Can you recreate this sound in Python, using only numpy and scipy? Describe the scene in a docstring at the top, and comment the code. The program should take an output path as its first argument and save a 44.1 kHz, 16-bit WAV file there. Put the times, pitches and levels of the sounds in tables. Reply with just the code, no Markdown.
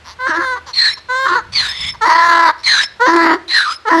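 """A donkey brays five times as it comes across a field and passes close by.
Its vocal folds chop the breath into pulses: each "haw" starts as a clear note, then breaks into a
rough, lower roar. Between haws it sucks in air with a wheezing "hee" that ends in a thin whistle,
and it grunts as the breath turns around. The field echoes faintly over a hiss, a rumble and a hum."""
import sys
import numpy as np
from scipy import signal
from scipy.fft import rfft, irfft, next_fast_len
from scipy.io import wavfile
from scipy.ndimage import uniform_filter1d, minimum_filter1d

SR = 44100
rng = np.random.default_rng(int(sys.argv[2]) if len(sys.argv) > 2 else 0)


def file_out(sig):
    """Save sig as 16-bit WAV at sys.argv[1]."""
    # one column per channel
    cols = np.atleast_2d(sig).T
    # limit, then scale
    lim = np.clip(cols, -1, 1)
    pcm = np.round(lim * 32767).astype(np.int16)
    wavfile.write(sys.argv[1], SR, pcm)


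N = 176400

# Tone colours of the open air, the rumble and the echo: (frequency [Hz], relative level [dB])
AIR_COLOUR = [(130, -11), (250, 19.5), (1100, 23), (2200, 20), (4200, 15), (11500, -6)]
RUMBLE_COLOUR = [(20, -22), (55, 6), (110, 4), (190, -2.5), (700, -35), (2000, -53)]
ECHO_COLOUR = [(200, -17), (1100, -3.5), (2000, -5), (3000, -17), (4200, -10), (12000, -30.5)]
# How loud the rumble and the hum are: (time [s], level [dB])
RUMBLE_LEVEL = [(0, -50), (1.15, -54), (1.62, -38), (1.77, -48.5), (1.85, -34.5), (1.95, -45), (2.5, -55.5),
                (3.15, -51), (4, -65.5)]
HUM_LEVEL = [(0, -47.5), (2, -60)]
# How long the echo lasts: (frequency [Hz], time to fade by 60 dB [s])
ECHO_DECAY = [(200, 0.88), (1000, 0.24), (4200, 0.43), (7000, 0.38)]

# Tone colours of the voice and breath: (frequency [Hz], relative level [dB])
NOTE_THROAT = [(250, -24.5), (500, -6.5), (950, 3.5), (1550, 4), (2050, -7.5), (2550, -29.5), (3400, -20),
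               (4200, -19), (5200, -34), (6300, -28.5), (8000, -42.5), (11500, -46)]
ROAR_THROAT = [(230, -33.5), (450, -7.5), (670, -9.5), (790, -9.5), (980, 9), (1350, -2), (2000, -5.5),
               (2450, -22.5), (4600, -15), (7200, -30), (8500, -44.5), (11500, -37)]
FAR_THROAT = [(230, -27.5), (400, -9.5), (630, -7), (760, -30), (980, 6.5), (1230, 2.5), (1750, 1),
              (2400, -22.5), (4100, -21.5), (6300, -22), (11500, -66)]  # the roar from far away
LEAK_COLOUR = [(300, -43.5), (1200, -3.5), (3000, -19), (4400, -10.5), (7300, -25), (11500, -34.5)]  # air leaking past the folds
RUSH_COLOUR = [(150, -22), (600, -21), (1050, -5.5), (1600, -12.5), (2300, -2.5), (2700, -5.5), (3600, -2),
               (4700, -9), (6200, -12.5), (7400, -16.5), (9600, -22.5), (11500, -36)]  # rushing breath
# Where the voice flickers most: (frequency [Hz], share of the full flicker [0-1])
FLICKER_SHARE = [(1800, .1), (3000, .7), (4200, .4), (6000, 1)]
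# The throat's resonances, the pitches it rings at: (frequency [Hz])
THROAT_RINGS = [850, 1250, 1800]
# The mouth's resonances in a roar:
# (time [s], low boost [dB], middle frequency [Hz], middle boost [dB], upper frequency [Hz])
MOUTH_SHAPE = [(.33, -6.5, 1696, 4.5, 4210), (1.301, 2, 1410, 5, 4110), (2.07, 2.5, 1985, 6, 4560),
               (2.24, 2, 1784, 8.5, 4166), (2.32, -4, 1670, 4.5, 4120), (2.489, -1, 1546, 3.5, 3810),
               (3.072, 3.5, 1806, 9.5, 3910), (3.189, -7.5, 1676, 2, 4280), (3.249, -14, 1938, 6, 4620),
               (3.32, -7.5, 1936, 2.5, 4520), (3.92, 2, 1835, 8, 4700)]
# The upper resonance fades as the head turns aside: (time [s], strength [dB])
HEAD_TURN = [(2.5, -4), (3.2, -8.5), (4, -22)]

# Grunts: (start [s], length [s], first pitch [Hz], last pitch [Hz], level [dB], roughness [0-1],
# treble [dB])
GRUNTS = [(0.038, .11, 128.7, 243, -36.5, 0.24, 15), (0.549, 0.049, 368.7, 403, -27.5, 0.34, -6),
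          (0.657, 0.073, 299.4, 210.5, -33.5, 0.23, 9.5), (0.964, 0.038, 222.4, 189, -38, 0.35, 9),
          (1.933, 0.034, 227.4, 174, -35.5, 0.54, 4), (2.573, 0.06, 103.8, 93.3, -43.5, 0.46, 15)]
# One spit of air: (start [s], length [s], level [dB])
CRACKLE = (3.157, 0.017, -23.5)
# Whistles: (start [s], length [s], first pitch [Hz], last pitch [Hz], level [dB])
WHISTLES = [(0.888, 0.075, 5380, 5420, -31.5), (1.683, 0.043, 5130, 5210, -23),
            (1.728, 0.22, 5220, 5247, -30), (1.857, 0.059, 5090, 5440, -25.5),
            (2.816, 0.059, 5170, 5360, -24), (3.66, 0.12, 4830, 5220, -33.5)]
# In-breaths, one curve each: (time [s], upper resonance [Hz], lower resonance [Hz],
# upper level [dB], lower level [dB], rush level [dB])
HEES = [
    [(.729, 4210, 2274, -25, -63, -43), (.76, 4340, 2180, -21, -36, -31.5),
     (.785, 4210, 1950, -13, -29.5, -28), (.825, 4180, 1780, -11.5, -15.5, -26),
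     (.865, 4167, 1777, -9.5, -13.5, -24.5), (.9, 3970, 1784, -13.5, -22, -28),
     (.945, 4050, 2290, -34, -33.5, -37)],
    [(1.518, 4400, 2260, -40, -79, -34.5), (1.555, 4630, 2280, -16, -22, -28.5),
     (1.59, 4210, 2090, -11, -25.5, -20.5), (1.635, 4050, 1620, -18, -21, -22.5),
     (1.68, 3610, 1652, -24.5, -25.5, -25), (1.77, 3490, 2128, -25.5, -35.5, -35.5),
     (1.84, 3510, 2096, -24.5, -26, -29), (1.9, 3490, 2147, -27.5, -26.5, -30),
     (1.93, 3700, 2290, -47, -44, -60)],
    [(2.628, 4004, 2074, -41, -61, -34), (2.648, 4300, 2158, -13.5, -43, -30),
     (2.675, 4066, 2100, -16, -13, -19), (2.72, 4080, 1773, -10.5, -11.5, -20.5),
     (2.775, 4007, 1560, -15.5, -13.5, -17), (2.81, 3820, 1670, -19, -12.5, -21.5),
     (2.845, 3850, 1970, -50, -35, -21), (2.87, 3930, 2300, -53, -39, -66)],
    [(3.476, 3990, 2130, -34, -62, -36), (3.497, 4010, 2000, -17, -30.5, -29.5),
     (3.54, 4130, 1900, -14.5, -15, -22), (3.575, 4130, 1700, -19, -10.5, -20.5),
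     (3.625, 3860, 1555, -23, -15.5, -27), (3.68, 4140, 1232, -35, -16, -32),
     (3.72, 4100, 1342, -51, -19.5, -26.5), (3.76, 4090, 1397, -65, -54, -40.5)],
]
# Clear notes, one curve each: (time [s], pitch [Hz], level [dB], treble [dB])
NOTES = [
    [(.185, 513, -34, -21), (.205, 506.6, -23, 4), (.272, 530.6, -14.5, 0), (.30, 528, -53, 15),
     (.41, 539.7, -23, -9), (.44, 525, -19, 7), (.54, 499, -17, 2), (.585, 471, -32, -9)],
    [(1.083, 502, -30, -1), (1.102, 502.6, -15.5, 2), (1.2, 531, -16, 6), (1.26, 533, -15, 7),
     (1.285, 501, -46, 12)],
    [(1.35, 494, -9.5, -12), (1.368, 491, -15, -19), (1.39, 443, -15, -12), (1.408, 400, -29, -4)],
    [(2.006, 470, -27, 0), (2.022, 436.4, -12, 7), (2.042, 450, -9, 2), (2.06, 490, -24, 6),
     (2.085, 503, -28, 0)],
    [(2.993, 494, -27, -25), (3.005, 458.7, -15.5, 2), (3.02, 482, -8, 0.5), (3.048, 498.7, -11.5, 1),
     (3.07, 537.5, -11.5, 9), (3.09, 507, -44, 16)],
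    [(3.85, 472, -19, -17), (3.866, 428, -20, 0.5), (3.884, 430, -9.5, 3.5), (3.895, 507, -17, 5),
     (3.915, 503, -38, 8)],
]
# Roars, one curve each: (time [s], pitch [Hz], level [dB], base tone level [dB], roughness [0-1],
# treble [dB])
ROARS = [
    [(.262, 346.6, -21, -70, 0.8, -7), (.295, 337, -15, -20.5, 0.47, 0.5),
     (.33, 305.3, -14.5, -52, 0.12, -12), (.365, 336, -17, -30, 0.6, 0), (.39, 339, -16.5, -19, 0.15, -8),
     (.425, 358, -17.5, -38, 0.86, -1.5), (.455, 322, -19, -60, 0.6, -19)],
    [(1.25, 363.6, -16, -65, 0.87, -6), (1.285, 369.8, -13, -52, 0.65, 1.5),
     (1.32, 344.7, -12, -21.5, 0.37, -1), (1.35, 378.2, -13, -38, 0.49, 0.5),
     (1.385, 332, -23, -46, 0.54, 8), (1.42, 327, -29, -46, 0.6, -8)],
    [(2.04, 312.1, -16.5, -80, 0.75, -0.5), (2.08, 324, -8.5, -16, 0.77, -2.5),
     (2.115, 319.6, -6.5, -76, 0.39, -2.5), (2.16, 329.9, -10.5, -28, 0.19, -4),
     (2.26, 342, -9.5, -50, 0.25, -3), (2.31, 335.8, -5.5, -26.5, 0.28, -6.5),
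     (2.45, 330.3, -7.5, -27.5, 0.14, -7.5), (2.48, 314.8, -5, -27, 0.39, -3),
     (2.5, 314, -7, -34, 0.32, -8.5), (2.518, 326, -17, -34, 0.54, -3)],
    [(3.058, 330.2, -20, -62, 0.2, -1), (3.078, 333, -9.5, -14, 0.97, -3),
     (3.11, 330.8, -14.5, -17.5, 0.1, 0.5), (3.16, 339.5, -11.5, -8, 0.35, -7),
     (3.195, 331.8, -7.5, -17.5, 0, -10), (3.24, 333, -8.5, -13.5, 0.37, -4.5),
     (3.31, 326.4, -8, -15, 0.64, -10), (3.345, 344.8, -12.5, -18, 0.66, -4.5),
     (3.385, 389, -42, -31, 0.9, -9)],
    [(3.897, 342.7, -10, -59, 0.3, -4), (3.918, 333.8, -9, -17.5, 0.65, -5.5),
     (3.95, 328.3, -9.5, -15, 0.16, -6), (4.01, 327.3, -18.5, -11, 0.2, 9)],
]
# Moments when a roar catches in the throat: (time [s])
CATCH_TIMES = [2.052, 2.09, 2.146, 2.177, 2.284, 2.31, 2.345, 2.366, 2.389, 2.419, 2.449, 3.13, 3.157]
# The octave above the base tone grows as the head passes: (time [s], relative level [dB])
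OCTAVE_LEVEL = [(3.3, -39.5), (4, -10)]

NEAR_FROM_S, CHEST_FROM_S = 1.7, 2.7  # later roars sound near; later notes sound fuller
SLIPS_PER_S, SLIP_S = 28, .0032  # typical rate and duration of the folds' little slips


def amp(db):
    """Turns decibels into a number to multiply by."""
    return 10 ** (np.asarray(db) / 20)


def unit(x):
    """Scales a signal to an average strength (rms) of 1."""
    return x / np.sqrt(np.mean(x ** 2) + 1e-20)


def at_hz(table, hz):
    """Looks up a frequency in a table, giving each octave equal room."""
    f, value = np.transpose(table)
    return np.interp(np.log(hz + 1), np.log(f), value)


def at_time(table, t):
    """Reads each column of a table at the times t."""
    times, *columns = np.transpose(table)
    return [np.interp(t, times, column) for column in columns]


def gain_at(table, t):
    """Reads a curve of decibels as numbers to multiply by."""
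    return amp(at_time(table, t)[0])


def controls(rows):
    """Gives the time of every sample in a curve, then each column at those times."""
    t = np.arange(round(rows[0][0] * SR), round(rows[-1][0] * SR)) / SR
    return [t] + at_time(rows, t)


def add(mix, start, sound, fade_s=.008):
    """Mixes a sound in, with soft ends."""
    i = np.arange(len(sound))
    fade = np.minimum(np.minimum(i, i[::-1]) / (fade_s * SR), 1)
    part = mix[max(round(start * SR), 0):][:len(sound)]
    part += (sound * fade)[:len(part)]


def noise(size):
    """Plain white hiss."""
    return rng.standard_normal(max(size, SR))[:size]


def wander(size, hz):
    """A random wobble, up to about hz times a second."""
    f = np.fft.rfftfreq(SR, 1 / SR)
    return unit(irfft(rfft(noise(SR)) / (1 + (f / hz) ** 4)))[:size]


def colour(x, table):
    """Gives a sound a tone colour and a strength of 1."""
    size = next_fast_len(len(x) + 2048)
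    log_gain = np.log(amp(at_hz(table, abs(np.fft.fftfreq(size, 1 / SR)))))
    response = np.exp(np.conj(signal.hilbert(log_gain)))  # rings after a pulse, not before
    return unit(np.fft.ifft(np.fft.fft(x, size) * response).real[:len(x)])


def brighten(x, db):
    """Turns the treble up or down."""
    treble = signal.sosfiltfilt(signal.butter(3, 2600, 'high', fs=SR, output='sos'), x)
    return x + (amp(db) - 1) * treble


def background(air_db=-46.5, hum_hz=78):
    """The hiss of open air, an uneven low rumble and a distant hum."""
    t = np.arange(N) / SR
    rumble = gain_at(RUMBLE_LEVEL, t) * colour(noise(N), RUMBLE_COLOUR)
    hum = gain_at(HUM_LEVEL, t) * unit(np.sin(2 * np.pi * hum_hz * t))
    return amp(air_db) * colour(noise(N), AIR_COLOUR) + rumble + hum


def field_echo(x, db=-27, echoes_per_s=2000, build_s=.054):
    """Many tiny echoes bounce back from the bank, fences and sheds."""
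    bounces = noise(SR) * (rng.random(SR) < echoes_per_s / SR)
    hz, t, bands = signal.stft(bounces, SR, nperseg=256)
    decay = amp(-60 * t / at_hz(ECHO_DECAY, hz)[:, None])
    tail = signal.istft(bands * decay, SR, nperseg=256)[1]
    tail = colour(tail * np.minimum(np.arange(len(tail)) / (build_s * SR), 1), ECHO_COLOUR)
    return signal.fftconvolve(x, tail / np.linalg.norm(tail))[:N] * amp(db)


def flicker(x, depth_db=4.2):
    """The treble of the voice comes and goes in random patches."""
    hz, _, bands = signal.stft(x, SR, nperseg=512, noverlap=384)
    patches = rng.standard_normal(bands.shape[::-1]).T
    for _ in range(2):
        patches = uniform_filter1d(uniform_filter1d(patches, size=5, axis=0), size=22, axis=1)
    share = np.interp(hz, *np.transpose(FLICKER_SHARE))[:, None]
    bands = bands * amp(depth_db * share * unit(patches))
    return signal.istft(bands, SR, nperseg=512, noverlap=384)[1][:len(x)]


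def fold_pulses(cycles):
    """The vocal folds make one sharp pulse per cycle, shared here between two samples."""
    pulses = np.zeros(len(cycles))
    at = np.flatnonzero(np.diff(np.floor(cycles)) > 0)
    late = (np.floor(cycles[at + 1]) - cycles[at]) / (cycles[at + 1] - cycles[at])
    pulses[at], pulses[at + 1] = 1 - late, late
    return pulses - pulses.mean()


def swirl(hz, width_hz):
    """Swirling air in a resonance makes an unsteady tone; .real gives the sound."""
    drift = wander(len(hz), width_hz / 2) + 1j * wander(len(hz), width_hz / 2)
    return drift * np.exp(2j * np.pi * np.cumsum(hz) / SR)


def rasp(cycles, air_share, throat=ROAR_THROAT):
    """A pulse and a puff of air pass through the wide-open throat on every cycle."""
    puffs = (.75 + np.exp(-(cycles % 1) / .85)) * noise(len(cycles))
    pulses = colour(fold_pulses(cycles), throat)
    return np.sqrt(1 - air_share) * pulses + np.sqrt(air_share) * colour(puffs, throat)


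def throat_ring(x, width_hz=260):
    """The throat stores each pulse and lets it out late, without changing its colour."""
    decay = np.exp(-np.pi * width_hz / SR)
    for hz in THROAT_RINGS:
        poles = [1, -2 * decay * np.cos(2 * np.pi * hz / SR), decay * decay]
        x = signal.lfilter(poles[::-1], poles, x)
    return x


def resonate(x, hz, width_hz):
    """Picks out the part of a sound near one frequency, which may glide."""
    spin = np.exp(2j * np.pi * np.cumsum(hz * np.ones(len(x))) / SR)
    decay = np.exp(-np.pi * width_hz / SR)
    return 2 * (spin * signal.filtfilt([1 - decay], [1, -decay], x / spin, padtype='even')).real


def mouth(x, t, low_hz=1060, width_hz=250, upper_width_hz=520):
    """Three resonances shape the roar; the upper two glide with the jaw and hiss with swirling air."""
    low_db, middle_hz, middle_db, upper_hz = at_time(MOUTH_SHAPE, t)
    facing = gain_at(HEAD_TURN, t)
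    x = x + amp(middle_db - 25) * unit(swirl(middle_hz, width_hz).real)
    x = x + facing * amp(-24) * unit(swirl(upper_hz, upper_width_hz).real)
    x = x + (amp(low_db) - 1) * resonate(x, low_hz, width_hz)
    x = x + (amp(middle_db) - 1) * resonate(x, middle_hz, width_hz)
    return x + (amp(8 * facing) - 1) * resonate(x, upper_hz, upper_width_hz)


def grunt(start, length, first_hz, last_hz, db, rough, treble_db):
    """Slack folds give a short, gliding creak that swells and fades."""
    progress = np.linspace(0, 1, round(length * SR))
    cycles = np.cumsum(first_hz + (last_hz - first_hz) * progress) / SR
    swell = np.sin(np.pi * progress ** .88)
    return start, amp(db) * unit(brighten(rasp(cycles, rough), treble_db) * swell)


def crackle(start, length, db):
    """A brief spit of air as the folds burst open."""
    size = round(length * SR)
    return start, amp(db) * unit(colour(noise(size), RUSH_COLOUR) * np.hanning(size))


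def whistle(start, length, first_hz, last_hz, db, waver_hz=38, flutter_db=4, octave_db=-21):
    """The in-breath ends in a thin, unsteady whistle with a faint octave above it."""
    progress = np.linspace(0, 1, round(length * SR))
    hz = first_hz + (last_hz - first_hz) * progress + waver_hz * wander(len(progress), 233)
    phase = 2 * np.pi * np.cumsum(hz) / SR
    swell = np.sin(np.pi * progress) * amp(flutter_db * wander(len(progress), 85))
    return start, amp(db) * unit(swell * (np.sin(phase) + amp(octave_db) * np.sin(2 * phase)))


def hee(rows, waver_hz=65, full_squeal_db=-15, fray_db=-9.5, flutter_db=1.5):
    """Air rushing in sets off two resonances: they squeal when driven hard and fray when weak."""
    t, upper_hz, lower_hz, upper_db, lower_db, rush_db = controls(rows)
    tones = 0
    for hz, width_hz, db in (upper_hz, 137, upper_db), (lower_hz, 224, lower_db):
        firmness = amp(.65 * np.minimum(db - full_squeal_db, 0))
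        squeal = swirl(hz + waver_hz * wander(len(t), 241), width_hz)
        squeal = unit((squeal / np.hypot(abs(squeal), .5)).real)  # its strength hits a ceiling
        fray = amp(fray_db) * unit(swirl(hz, .21 * hz.mean()).real)  # a wider band of hiss
        tones += amp(db) * (firmness * squeal + fray) / np.hypot(firmness, amp(fray_db))
    rush = amp(rush_db) * colour(noise(len(t)), RUSH_COLOUR)
    flutter = unit(amp(-flutter_db * wander(len(t), 90)))
    return t[0], (tones + rush) * flutter


def clear_note(rows, pitch_wobble=.0079, leak_db=-27, chest_db=-12.5):
    """The folds pulse steadily with a trace of air; close by, the lowest tone fills out."""
    t, hz, db, treble_db = controls(rows)
    cycles = np.cumsum(hz * (1 + pitch_wobble * wander(len(t), 95))) / SR
    voice = throat_ring(colour(fold_pulses(cycles), NOTE_THROAT))
    voice += amp(leak_db) * colour(noise(len(t)), LEAK_COLOUR)
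    bass = unit(signal.sosfiltfilt(signal.butter(4, 620, fs=SR, output='sos'), voice))
    chest = amp(chest_db) * (t[0] > CHEST_FROM_S) * bass
    return t[0], amp(db) * (brighten(voice, treble_db) + chest)


def catches(t, choke_s=.0038, surge_s=.011):
    """At each catch the voice chokes, then surges back; both curves run from 0 to 1."""
    since = t[:, None] - np.array(CATCH_TIMES)
    choke = np.exp(-(since / choke_s) ** 2).max(1)
    surge = ((since > 0) * np.exp(-abs(since) / surge_s)).max(1)
    return choke, surge


def roar(rows, leak_db=-18, choke_depth=.7, surge_db=5.5):
    """The folds flap slower and unevenly, and now and then slip and catch again."""
    t, hz, db, base_db, rough, treble_db = controls(rows)
    size = len(t)
    choke, surge = catches(t)
    slip_count = np.cumsum(SLIPS_PER_S * np.exp(.5 * wander(size, 31.8))) / SR
    slip = np.exp(-((slip_count % 1 - .5) / (SLIP_S * SLIPS_PER_S)) ** 2)
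    jitter = .11 * wander(size, 55) + .04 * wander(size, 123)  # pulses come early or late
    cycles = np.cumsum(hz * (1 + .025 * surge)) / SR  # a surge lifts the pitch a little
    cycles = cycles + rough * jitter + .018 * slip * wander(size, 120)
    strong_weak = .35 * np.cos(np.pi * cycles)  # every other pulse is stronger
    force = 1 + rough * (.38 * wander(size, 170) + strong_weak)
    throat = ROAR_THROAT if t[0] > NEAR_FROM_S else FAR_THROAT
    voice = rasp(cycles, .35 * rough ** 2, throat) * force * (1 - .35 * slip)
    leak = amp(leak_db) * colour(noise(size), LEAK_COLOUR)
    voice = unit(mouth(throat_ring(voice) + leak, t))
    voice *= (1 - choke_depth * choke) * amp(surge_db * surge)
    octave = gain_at(OCTAVE_LEVEL, t) * np.cos(4 * np.pi * cycles)
    base_tone = np.sqrt(2) * (np.cos(2 * np.pi * cycles) + octave)
    base_tone *= 1 + .29 * rough * wander(size, 33)
    return t[0], amp(db) * brighten(voice, treble_db) + amp(base_db) * base_tone


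def scene():
    """The braying donkey, its echo and the open field, in one channel."""
    donkey = np.zeros(N)
    for source, curves in (clear_note, NOTES), (roar, ROARS), (hee, HEES):
        for rows in curves:
            add(donkey, *source(rows))
    for source, table in (whistle, WHISTLES), (grunt, GRUNTS):
        for row in table:
            add(donkey, *source(*row))
    add(donkey, *crackle(*CRACKLE))
    donkey = flicker(donkey)
    return (donkey + field_echo(donkey) + background())[None]


def record(dry, ceiling=.93, cutoff_hz=11900):
    """Turns the loudest peaks down quickly, then cuts off the highest treble."""
    gain = np.minimum(1, ceiling / (abs(dry) + 1e-9))
    held = dry * uniform_filter1d(minimum_filter1d(gain, size=130), size=130)
    treble_cut = signal.firwin(255, cutoff_hz, window=("kaiser", 8), fs=SR)
    return signal.oaconvolve(held, treble_cut[None], "same")


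dry = scene()
out = record(dry)
file_out(out)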